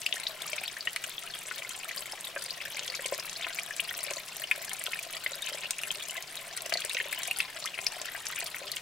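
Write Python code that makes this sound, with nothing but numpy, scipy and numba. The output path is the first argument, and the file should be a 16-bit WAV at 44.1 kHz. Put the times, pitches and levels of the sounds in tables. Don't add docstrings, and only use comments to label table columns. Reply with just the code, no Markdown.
import sys
import numpy as np
from scipy import signal
from scipy.fft import rfft, irfft
from scipy.io import wavfile
from numba import njit

SR = 44100
rng = np.random.default_rng(int(sys.argv[2]) if len(sys.argv) > 2 else 0)


def persist_wave(psi):
    counts = np.round(np.clip(psi, -1, 1) * 32767).astype(np.int16)
    wavfile.write(sys.argv[1], SR, np.atleast_2d(counts).T)


N = 388521

# start_s, level_db, pitch_hz, ring_cycles, climb_share (pitch rise per ring time)
BIG_BUBBLES = [(0.063, -18, 2380, 4.3, 0.19), (0.063, -22, 4850, 3.8, -0.013),
               (0.1263, -14.5, 3130, 2.4, 0.086), (0.1668, -32, 1710, 6.6, 0.081),
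               (0.2345, -32, 4050, 6.1, 0.032), (0.2675, -21, 3160, 6, 0.26), (0.283, -34, 4430, 5, -0.024),
               (0.4193, -25.5, 3570, 3.7, -0.025), (0.456, -37, 1210, 3.8, -0.023),
               (0.531, -22.5, 2400, 4.8, -0.034), (0.5825, -23, 2260, 3, 0.08),
               (0.6363, -28.0, 2270.0, 5.8, 0.11), (0.6588, -31, 4350, 8.3, 0.012),
               (0.6793, -21.5, 3100.0, 2.5, 0.11), (0.7672, -29.5, 1690.0, 4.2, 0.055),
               (0.7767, -31, 1780.0, 1.2, 0.15), (0.808, -23.5, 4560, 4.3, 0.018),
               (0.872, -22.5, 2720, 6.6, 0.057), (0.8728, -28, 1740, 6.1, 0.12),
               (0.9622, -18.5, 2060, 1.3, 0.023), (1.0416, -24.5, 2270.0, 2.3, 0.21),
               (1.116, -35, 3570, 4.6, -0.0051), (1.1807, -27, 3530.0, 5.1, -0.05),
               (1.2389, -42.5, 1290, 8.9, 0.071), (1.275, -32, 2750, 3.5, 0),
               (1.306, -32.5, 4400, 5, -0.018), (1.3375, -32, 3300, 7.0, 0.0),
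               (1.354, -36, 2970, 4.5, -0.039), (1.5123, -22, 1840, 0.62, 0.015),
               (1.515, -42, 1480, 7.8, 0), (1.5854, -33, 3340.0, 5.5, 0.11),
               (1.6215, -29.5, 2110, 3.3, 0.11), (1.6477, -32.0, 2140, 6.5, -0.013),
               (1.8331, -29.5, 2310, 3.8, 0.18), (1.851, -37, 1340.0, 3.6, 0.0),
               (1.8888, -33.5, 1770, 9.2, 0.47), (1.911, -27, 1970, 2.8, -0.018),
               (1.9787, -24, 4860.0, 3.7, -0.013), (2.122, -27, 4960, 4.2, 0.028),
               (2.243, -30, 3480, 7.0, 0.13), (2.2703, -30, 3300.0, 5.8, 0.08),
               (2.3622, -24, 1910.0, 1.6, -0.077), (2.3711, -27, 1590, 3.5, -0.012),
               (2.462, -28.5, 4670.0, 4.3, 0.036), (2.5067, -22, 4900, 5.1, -0.062),
               (2.6031, -32.5, 2240, 7.5, 0.2), (2.6132, -31.5, 1890, 4.7, 0.19),
               (2.6552, -31.0, 1620, 4.9, 0.068), (2.768, -29, 2070, 7.8, 0.097),
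               (2.793, -23, 2800, 1.7, 0.02), (2.879, -26.5, 3390, 5.1, -0.038),
               (2.9, -23.5, 4620.0, 4.7, -0.0058), (2.939, -32.5, 1940, 9.0, 0.17),
               (2.9524, -23.5, 5330, 3, -0.067), (2.9667, -29, 4090.0, 3.6, 0.043),
               (2.9927, -33, 1500, 4.9, 0.28), (3.044, -29.5, 2990, 7.0, 0.04),
               (3.056, -28, 2480, 7.0, -0.085), (3.1873, -34, 1210, 1.6, 0.14),
               (3.1967, -26.5, 4490.0, 5.1, 0.26), (3.361, -31, 3760, 11.4, 0.21),
               (3.4312, -30.5, 3070.0, 5.5, 0.17), (3.4445, -26, 2060.0, 5.5, 0.4),
               (3.4675, -24, 1310.0, 0.9, 0.44), (3.493, -35.5, 1970, 11, 0.076),
               (3.5866, -23, 2160, 5.1, 0.11), (3.7076, -28, 1850, 3.8, -0.041),
               (3.7965, -18.5, 2240, 4.4, 0.19), (3.891, -26, 3060, 5.2, 0.058),
               (3.91, -29.5, 1730, 3.5, 0.08), (4.1029, -27.5, 2600.0, 4.9, -0.05),
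               (4.112, -26, 2110, 1.2, 0.074), (4.169, -29.5, 4030, 5.1, 0.065),
               (4.4386, -24.5, 2900, 4.9, 0.03), (4.5124, -12.5, 2160, 3.7, 0.12),
               (4.6942, -34, 2870, 4.3, 0.13), (4.8135, -32, 1730.0, 3.1, 0.36),
               (4.865, -18.0, 3000, 1.6, 0.069), (4.872, -33.0, 1300, 1.9, 0.041),
               (4.9334, -25.5, 2120.0, 5.7, 0.17), (4.9571, -32.5, 1720.0, 3.3, 0.052),
               (4.99, -25.5, 2450.0, 3.8, -0.011), (5.1673, -28.5, 4050, 3.8, 0.16),
               (5.2621, -17.5, 2040.0, 3, -0.0039), (5.333, -29, 3840, 6.8, 0.023),
               (5.4243, -28, 3550, 9.4, 0.04), (5.4686, -29.5, 2160, 8.8, 0.48),
               (5.5318, -29.5, 5290.0, 5.5, -0.034), (5.6344, -24, 2700.0, 1.5, -0.05),
               (5.6458, -31, 2700.0, 3.3, -0.05), (5.6554, -27.5, 2730, 5.8, 0.014),
               (5.7886, -28.5, 2200, 4.8, 0.15), (5.8343, -23, 2500, 3.8, 0.074),
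               (5.9054, -21, 2790.0, 3.1, 0.15), (6.022, -33.5, 3250.0, 9.7, 0.05),
               (6.0958, -28.5, 2860, 7.0, 0.025), (6.178, -31, 2080, 8.3, -0.03),
               (6.3718, -29.5, 3700, 5.7, 0.04), (6.6603, -34.0, 1700, 3.3, 0.31),
               (6.7224, -20.0, 1830.0, 1.5, 0.11), (6.7382, -18.5, 4700, 7.0, -0.09),
               (6.7525, -31, 1800.0, 5.5, 0.14), (6.7733, -23, 4130.0, 6.6, 0.04),
               (6.8196, -26.5, 2900.0, 3.3, 0.11), (6.8952, -25, 3460, 6.6, 0.12),
               (6.912, -26, 2550.0, 2.9, 0.028), (6.9484, -25.5, 2360, 7.0, 0.044),
               (6.9695, -28, 2010.0, 10, -0.025), (6.9844, -28, 2040, 6.3, 0.24),
               (7.0004, -25.5, 1570, 7.0, 0.34), (7.011, -26.5, 2260, 3.2, 0.19),
               (7.092, -37, 3570.0, 7.0, 0.0), (7.1287, -25, 1950, 3.7, 0.21),
               (7.1755, -32, 3000.0, 8.2, -0.016), (7.2802, -31.5, 2200, 8.1, 0.17),
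               (7.311, -18.5, 2530, 4.3, 0.062), (7.362, -30.5, 4370.0, 4.7, 0.051),
               (7.403, -13, 2400, 2.2, 0.057), (7.4271, -36, 2460, 5.3, 0.059),
               (7.6409, -25.5, 5000, 4.1, -0.099), (7.646, -37.5, 1015, 10, 0.34),
               (7.6615, -31.5, 1860.0, 6, 0.097), (7.674, -26, 2900, 4.3, 0.11),
               (7.7411, -30, 2910, 9.9, -0.083), (7.777, -30, 1880, 2.6, 0.19),
               (7.789, -21.0, 2200, 1.8, 0.08), (7.8661, -23, 2410, 2.8, 0.03),
               (7.867, -11.5, 4900, 2.5, 0.04), (8.0841, -33.5, 1680, 8.1, 0.14),
               (8.1483, -32, 1420, 7.0, 0.39), (8.1569, -37, 1670.0, 5.5, -0.041),
               (8.301, -34, 1150.0, 3.2, 0.32), (8.3803, -29, 2130, 6.6, 0.23),
               (8.3876, -30, 2380, 10, 0.014), (8.4146, -31, 2040.0, 2.8, -0.021),
               (8.425, -31, 2550.0, 4.9, 0.0), (8.4644, -31, 4810.0, 4.8, 0.0),
               (8.5448, -26, 1920, 2.3, 0.093), (8.567, -28.5, 2120, 2, 0.11),
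               (8.7171, -26.5, 4600, 10, -0.069), (8.7678, -21.5, 2930, 1.6, 0.04)]
# start_s, level_db, pitch_hz
DROP_HITS = [(0.0165, -24.5, 7300), (0.0628, -20.5, 10500), (0.14, -27, 9000), (0.158, -25.5, 8000),
             (0.198, -29, 7500), (0.4202, -22.5, 10500), (0.463, -27, 10500), (0.531, -26, 5540),
             (0.564, -24.5, 8800), (0.579, -38, 2600), (0.637, -35, 8500), (0.8715, -31, 1980),
             (0.931, -25.5, 8200), (0.9607, -21, 6430), (1.039, -22, 8800), (1.0944, -23, 12400),
             (1.235, -29.5, 8500), (1.3882, -26, 9490), (1.429, -35, 8500), (1.692, -22.5, 11000),
             (1.829, -34, 8500), (1.891, -29, 8450), (1.962, -25.5, 11100), (2.2088, -24, 11000),
             (2.4228, -24.5, 7950), (2.681, -33, 8600), (2.769, -26, 8800), (2.7928, -21.5, 6430),
             (2.8772, -23.5, 6500), (2.9497, -26, 7900), (3.0598, -18.5, 7200), (3.139, -22, 6440),
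             (3.146, -23, 8000), (3.1785, -25, 10800), (3.295, -23.5, 6500), (3.3298, -27, 7300),
             (3.413, -32, 8600), (3.596, -25, 8400), (3.633, -25.5, 8800), (3.764, -21, 8600),
             (3.803, -17.5, 9500), (3.978, -22, 10600), (4.1077, -23, 6900), (4.135, -22.5, 7560),
             (4.286, -31, 8550), (4.366, -24, 8800), (4.3974, -23, 10300), (4.5118, -20.5, 10300),
             (4.6464, -23.5, 9300), (4.6936, -25, 8250), (4.732, -25, 7500), (4.8185, -30, 8800),
             (4.8382, -19, 11000), (4.8584, -25, 6430), (4.92, -25, 8500), (4.932, -33, 2800),
             (5.0287, -24.5, 7100), (5.127, -31, 10500), (5.318, -24, 7500), (5.4208, -23.5, 8290),
             (5.462, -24, 8000), (5.484, -26, 9200), (5.5514, -27, 8100), (5.707, -12.5, 6800),
             (5.7833, -21, 8600), (5.834, -24, 8500), (5.914, -19.5, 8000), (6.0366, -28.5, 8080),
             (6.0845, -22, 10000), (6.1085, -23.5, 7700), (6.224, -24, 7200), (6.355, -26.5, 10600),
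             (6.5739, -23, 7800), (6.62, -24, 10600), (6.661, -24, 8050), (6.695, -22.5, 7100),
             (6.7253, -23.5, 6300), (6.738, -20, 7600), (6.771, -22.5, 5330), (6.8039, -21.5, 8380),
             (6.818, -32, 4560), (6.8487, -18, 9900), (6.8947, -24.5, 9600), (6.927, -31, 6800),
             (6.946, -21, 5150), (6.968, -27, 2840), (6.978, -28, 8500), (7.0005, -32, 3000),
             (7.1267, -16, 12400), (7.19, -28, 8400), (7.2324, -19, 7600), (7.2757, -20, 9500),
             (7.3107, -17.5, 11100), (7.3712, -24, 10700), (7.3865, -15, 12100), (7.4027, -22, 12000),
             (7.657, -19, 8060), (7.814, -25.5, 8500), (7.8665, -38, 5570), (7.92, -27, 9000),
             (8.0155, -22, 6660), (8.056, -22.5, 7700), (8.267, -24.5, 6600), (8.4038, -23, 7700),
             (8.463, -22.5, 8200), (8.7163, -20, 10200), (8.762, -24, 8300)]
# frequency_hz, gain_db
DROP_TONE = [(100, -11), (600, -17), (2000, 7.5), (5000, -2), (10000, 1), (15000, -0.5)]
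# start_s, level_db, pitch_hz
DEEP_PLUNGES = [(0.108, -42, 680), (0.141, -37, 680), (0.294, -40, 660), (0.346, -41, 620),
                (0.42, -39, 650), (0.53, -34, 590), (0.613, -34.5, 711), (2.133, -29.5, 760),
                (2.362, -31, 564), (2.992, -35.5, 556), (3.055, -31.5, 574), (3.122, -21.5, 586),
                (3.185, -37.5, 633), (3.467, -36.5, 619), (4.071, -37, 568), (4.11, -29.5, 605),
                (4.167, -35, 619), (4.577, -37.5, 608), (4.881, -34, 576), (5.064, -38, 674),
                (5.261, -36, 610), (5.317, -34.5, 560), (5.518, -35.5, 527), (5.545, -33, 540),
                (6.178, -36, 683), (6.659, -34.5, 590), (6.723, -27, 670), (6.754, -27, 640),
                (6.847, -35.5, 537), (6.95, -33, 603), (7.007, -38, 530), (7.056, -35, 560),
                (7.281, -35, 726), (7.303, -37.5, 680), (7.788, -33, 684), (7.867, -36.5, 720),
                (7.965, -34, 666), (8.013, -36, 630), (8.145, -39, 720), (8.175, -34.5, 824),
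                (8.425, -35.5, 655), (8.615, -35, 557)]
# frequency_hz, gain_db
BUBBLE_TONE = [(300, 4), (900, -7), (1350, -3), (1700, -0.5), (2300, 2.5), (3000, 1.5), (4400, 2),
               (6000, 2), (10000, 3)]
# frequency_hz, gain_db
SPRAY_TONE = [(300, -9), (1500, -2), (4000, -9.5), (6000, -16.5), (8200, -0.5), (11000, 1), (15000, 1.5)]
# time_s, small_bubbles_db, spray_db
STREAM_LEVELS = [(0.0, -47, -56), (0.68, -46, -51.5), (0.91, -48.5, -54.5), (1.03, -47, -52),
                 (2.43, -46.5, -51.5), (2.77, -44, -52.5), (3.75, -47.5, -54.5), (4.93, -44.5, -49.5),
                 (5.23, -45.5, -54.5), (5.62, -46, -54.5), (6.48, -47, -54), (6.65, -46, -60),
                 (6.79, -42, -57), (6.89, -43.5, -48), (7.8, -48.5, -59), (8.27, -41.5, -46),
                 (8.51, -44.5, -50.5), (8.81, -44.5, -59)]
# time_s, pitch_hz
POCKET_NOTE = [(0, 653), (.2, 630), (.3, 615), (.53, 600), (.62, 710), (.75, 610), (1.0, 600), (1.18, 740),
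               (1.4, 576), (1.65, 560), (1.77, 776), (1.87, 637), (1.97, 540), (2.14, 805), (2.26, 594),
               (2.45, 545), (2.56, 623), (2.75, 543), (3.0, 540), (3.13, 570), (3.28, 790), (3.38, 660),
               (3.55, 600), (3.65, 750), (3.75, 600), (3.95, 700), (4.08, 580), (4.35, 690), (4.6, 590),
               (4.73, 780), (4.86, 564), (5.03, 680), (5.3, 600), (5.55, 557), (5.8, 600), (6.25, 710),
               (6.4, 600), (6.5, 710), (6.85, 587), (7.05, 550), (7.28, 730), (7.48, 800), (7.6, 600),
               (7.77, 640), (7.88, 730), (7.97, 706), (8.08, 517), (8.18, 804), (8.24, 760), (8.37, 945),
               (8.43, 670), (8.6, 574), (8.81, 620)]
# pitch_hz, width_hz, gain_db
POT_NOTES = [(165, 43, 2), (395, 30, -0.5), (627, 176, -4.5), (1019, 50, -0.5)]
# frequency_hz, gain_db
HISS_TONE = [(20, -5.5), (45, -27), (75, -11), (130, -6), (175, -6), (230, -11.5), (390, -6.5), (800, -8.5),
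             (3000, -5.5), (15000, -19)]

BUBBLE_SWELL_SHARE = 0.43
WATER_PAN_DB, IMPACT_PAN_DB, HISS_PAN_DB = 4, 2, 1.5


def clear_bubbles():
    s, db, hz, cycles, glide = np.transpose(BIG_BUBBLES)
    cycles = np.maximum(cycles, 1)
    rise = BUBBLE_SWELL_SHARE * cycles
    big = ring(s, hz, db + swell_loss_db(cycles, rise), cycles, glide, rise,
               pan_db=-1.5, lag_s=2e-5, glide_spread=0.13)
    s, db, hz = np.repeat([s, db, hz], 3, axis=1)
    late, pitch = scatter(len(s), size=2)
    s = s + 0.000332 + 0.0024 * np.abs(late)
    hz = hz * 2 ** (0.35 + .48 * pitch)
    small = ring(s, hz, db - 9, cycles=2.2, glide=0.081, rise=0.5, pan_db=11.5, lag_s=2e-5)
    return big + small


def splats():
    faint = drips(count=24, db=-32, hz=8100, spread_db=3.3, spread_octaves=0.19)
    s, db, hz = np.repeat(np.vstack([DROP_HITS, faint]), 24, axis=0).T
    late, pitch = rng.standard_normal((len(s), 2)).T
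    s = s + 0.000714 + 0.0011 * np.abs(late) ** 1.7
    clicks = ring(s, hz * np.exp(.25 * pitch), db - 4 * np.abs(late),
                  cycles=1.7, glide=0.039, rise=0.41, pan_db=1.0, lag_s=2.8e-5)
    return colour(clicks, DROP_TONE)


def plunges():
    s, db, hz = np.transpose(DEEP_PLUNGES)
    cycles, rise, delay_s = 0.97, 0.58, 0.0012
    db = db + swell_loss_db(cycles, rise)
    shape = dict(cycles=cycles, glide=0.04, rise=rise, pan_db=3.0, lag_s=3e-5)
    push = ring(s + delay_s, hz, db, **shape)
    slap = ring(s + delay_s, hz * 1.4, db - 7, **shape)
    return push + slap


def small_bubbles():
    s, db = patter(count=620, size=7, burst_s=.006, spread_db=5)
    pitch, length = scatter(len(s), size=2)
    hz, cycles = 2350 * np.exp(.54 * pitch), 3.5 * np.exp(.35 * length)
    db = db + 10 * np.log10(hz / cycles)
    babble = ring(s, hz, db, cycles, glide=0.102, rise=BUBBLE_SWELL_SHARE * cycles,
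                  pan_db=3.5, lag_s=2.5e-5)
    return level(colour(babble, BUBBLE_TONE), -0.46)


def spray():
    s, db = patter(count=440, size=10, burst_s=.003, spread_db=8.5)
    pitch, length = scatter(len(s), size=2)
    hz, cycles = 7800 * np.exp(.42 * pitch), 2.0 * np.exp(.6 * length)
    crackle = ring(s, hz, db, cycles, glide=0.027, rise=0.2, pan_db=4.0, lag_s=2.6e-5)
    return level(colour(crackle, SPRAY_TONE), 3.6)


def plops():
    s, db = patter(count=420, size=5, burst_s=.008, spread_db=2.0)
    hz = 800 * np.exp(0.29 * rng.standard_normal(len(s)))
    pushes = ring(s, hz, db, cycles=.8, glide=0.088, rise=0.32, pan_db=2.0, lag_s=3e-5)
    return level(pushes, -2.15)


def flow():
    t = np.arange(N) / SR
    s, bubble_db, spray_db = np.transpose(STREAM_LEVELS)
    plop_db, wobble_hz = -57, 12
    chance, = scatter(count=400, size=1)
    wobble_db = 2.5 * np.interp(t * wobble_hz, np.arange(len(chance)), chance)
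    return [undb(db + wobble_db) for db in (plop_db, np.interp(t, s, bubble_db), np.interp(t, s, spray_db))]


def drips(count, db, hz, spread_db, spread_octaves):
    s = (np.arange(count) + rng.random(count)) * N / SR / count
    strength, pitch = scatter(count, size=2)
    return np.column_stack([s, db + spread_db * strength, hz * 2 ** (spread_octaves * pitch)])


def patter(count, size, burst_s, spread_db):
    place, mass = rng.random((count, 2)).T[..., None]
    blob_s = (np.arange(count)[:, None] + 2 * place - .5) * N / SR / count
    s = blob_s + burst_s * rng.exponential(size=(count, size))
    db = spread_db * (mass ** 2 + 2 * rng.random((count, size)) ** 2)
    return s.ravel(), db.ravel()


def ring(s, hz, db, cycles, glide, rise, pan_db, lag_s, glide_spread=0.498):
    pan, lag, climb = scatter(len(s), size=3)
    hz = np.clip(hz, 100, .4 * SR)
    cycles = np.clip(cycles, .4, np.full(len(s), 20))
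    rise = np.maximum(rise, np.full(len(s), .01))
    glide = glide * np.exp(glide_spread * climb)
    return np.array([pings(s + side * lag_s * lag, hz, undb(db + side * pan_db * pan), cycles, glide, rise)
                     for side in (.5, -.5)])


@njit
def pings(start, hz, size, cycles, glide, rise):
    out = np.zeros(N)
    for k in range(len(start)):
        first = max(int(start[k] * SR) + 1, 0)
        for i in range(first, min(first + int(6 * cycles[k] / hz[k] * SR), N)):
            turns = (i / SR - start[k]) * hz[k]
            swell = 1 - np.exp(-turns / rise[k])
            fade = np.exp(-turns / cycles[k])
            phase = 2 * np.pi * turns * (1 + glide[k] * turns / cycles[k] / 2)
            out[i] += size[k] * swell * fade * np.sin(phase)
    return out


def swell_loss_db(cycles, rise):
    share = rise / (rise + cycles)
    return -20 * np.log10((1 - share) * share ** (rise / cycles))


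def scatter(count, size):
    return np.clip(rng.standard_normal((count, size)), -2, 2).T


def undb(db):
    return 10 ** (np.asarray(db) / 20)


def level(x, db):
    return x * undb(db) / np.sqrt(np.mean(x ** 2))


def balance(db):
    return undb(db * np.array([[.5], [-.5]]))


def colour(x, points):
    hz, db = np.transpose(points)
    f = np.maximum(np.arange(N // 2 + 1) * SR / N, 1)
    return irfft(rfft(x) * undb(np.interp(np.log(f), np.log(hz), db)), N)


def convolve(x, response):
    return signal.fftconvolve(x, response, axes=-1)[:, :N]


def gurgle(x):
    hz = np.interp(np.arange(N) / SR, *np.transpose(POCKET_NOTE))
    return undb(1.2) * np.array([resonate(side, hz, width_hz=81.0) for side in x])


@njit
def resonate(x, hz, width_hz):
    out, swing = np.empty(len(x)), 0j
    for i in range(len(x)):
        swing = swing * np.exp((2j * np.pi * hz[i] - np.pi * width_hz) / SR) + x[i] + 1e-18
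        out[i] = swing.real * 2 * np.pi * width_hz / SR
    return out


def hollow(x):
    t = np.arange(SR // 10) / SR
    notes = sum(undb(db) * 2 * np.pi * width / SR * np.exp(-np.pi * width * t) * np.cos(2 * np.pi * hz * t)
                for hz, width, db in POT_NOTES)
    return convolve(x, notes[None])


def pot_wall(x, count, sway_hz):
    sway_s = np.arange(0, N / SR + 1, 1 / sway_hz)
    chances = rng.standard_normal((len(sway_s), count)).T
    shares = np.array([np.interp(np.arange(N) / SR, sway_s, row) for row in chances])
    shares = shares / np.sqrt(np.sum(shares ** 2, axis=0))
    return sum(share * convolve(x, echoes(delay_s=0.001245, fade_s=0.05, apart_hz=4430, dull_hz=8400))
               for share in shares)


def echoes(delay_s, fade_s, apart_hz, dull_hz):
    t = np.arange(SR // 2) / SR
    mid, side = rng.standard_normal((2, len(t)))
    side = signal.sosfilt(signal.butter(1, apart_hz, "high", fs=SR, output="sos"), side)
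    tail = signal.sosfilt(signal.butter(1, dull_hz, fs=SR, output="sos"), [mid + side, mid - side])
    tail = tail * (t > delay_s) * np.exp(-np.log(1000) * t / fade_s)
    return tail / np.sqrt(np.sum(tail ** 2) / 2)


def room_hiss():
    mid, side = rng.standard_normal((2, N))
    return level(colour(mid + undb(-9.5) * np.array([side, -side]), HISS_TONE), -49.5)


def scene():
    plop_gain, bubble_gain, spray_gain = flow()
    bubbles = (undb(0.64) * clear_bubbles() + bubble_gain * small_bubbles()) * balance(WATER_PAN_DB)
    impacts = (undb(-1.5) * splats() + spray_gain * spray()) * balance(IMPACT_PAN_DB)
    knocks = plunges() * balance(WATER_PAN_DB)
    pushes = plop_gain * plops() * balance(WATER_PAN_DB)
    water = bubbles + impacts + undb(-6.5) * knocks
    water = signal.sosfilt(signal.butter(2, 260, "high", fs=SR, output="sos"), water)
    into_pots = undb(0.5) * pushes + undb(-5) * knocks + undb(-11.5) * bubbles + undb(5.0) * impacts
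    water = water + undb(3.5) * (hollow(into_pots) + gurgle(into_pots))
    room = convolve(water, echoes(delay_s=0.00068, fade_s=1.0, apart_hz=2900, dull_hz=8600))
    sound = water + undb(-7.5) * pot_wall(water, count=5, sway_hz=18) + undb(-19.5) * room
    return sound + room_hiss() * balance(HISS_PAN_DB)


def record(dry):
    return signal.sosfilt(signal.ellip(10, .2, 80, 15750, fs=SR, output="sos"), dry)


dry = scene()
out = record(dry)
persist_wave(out)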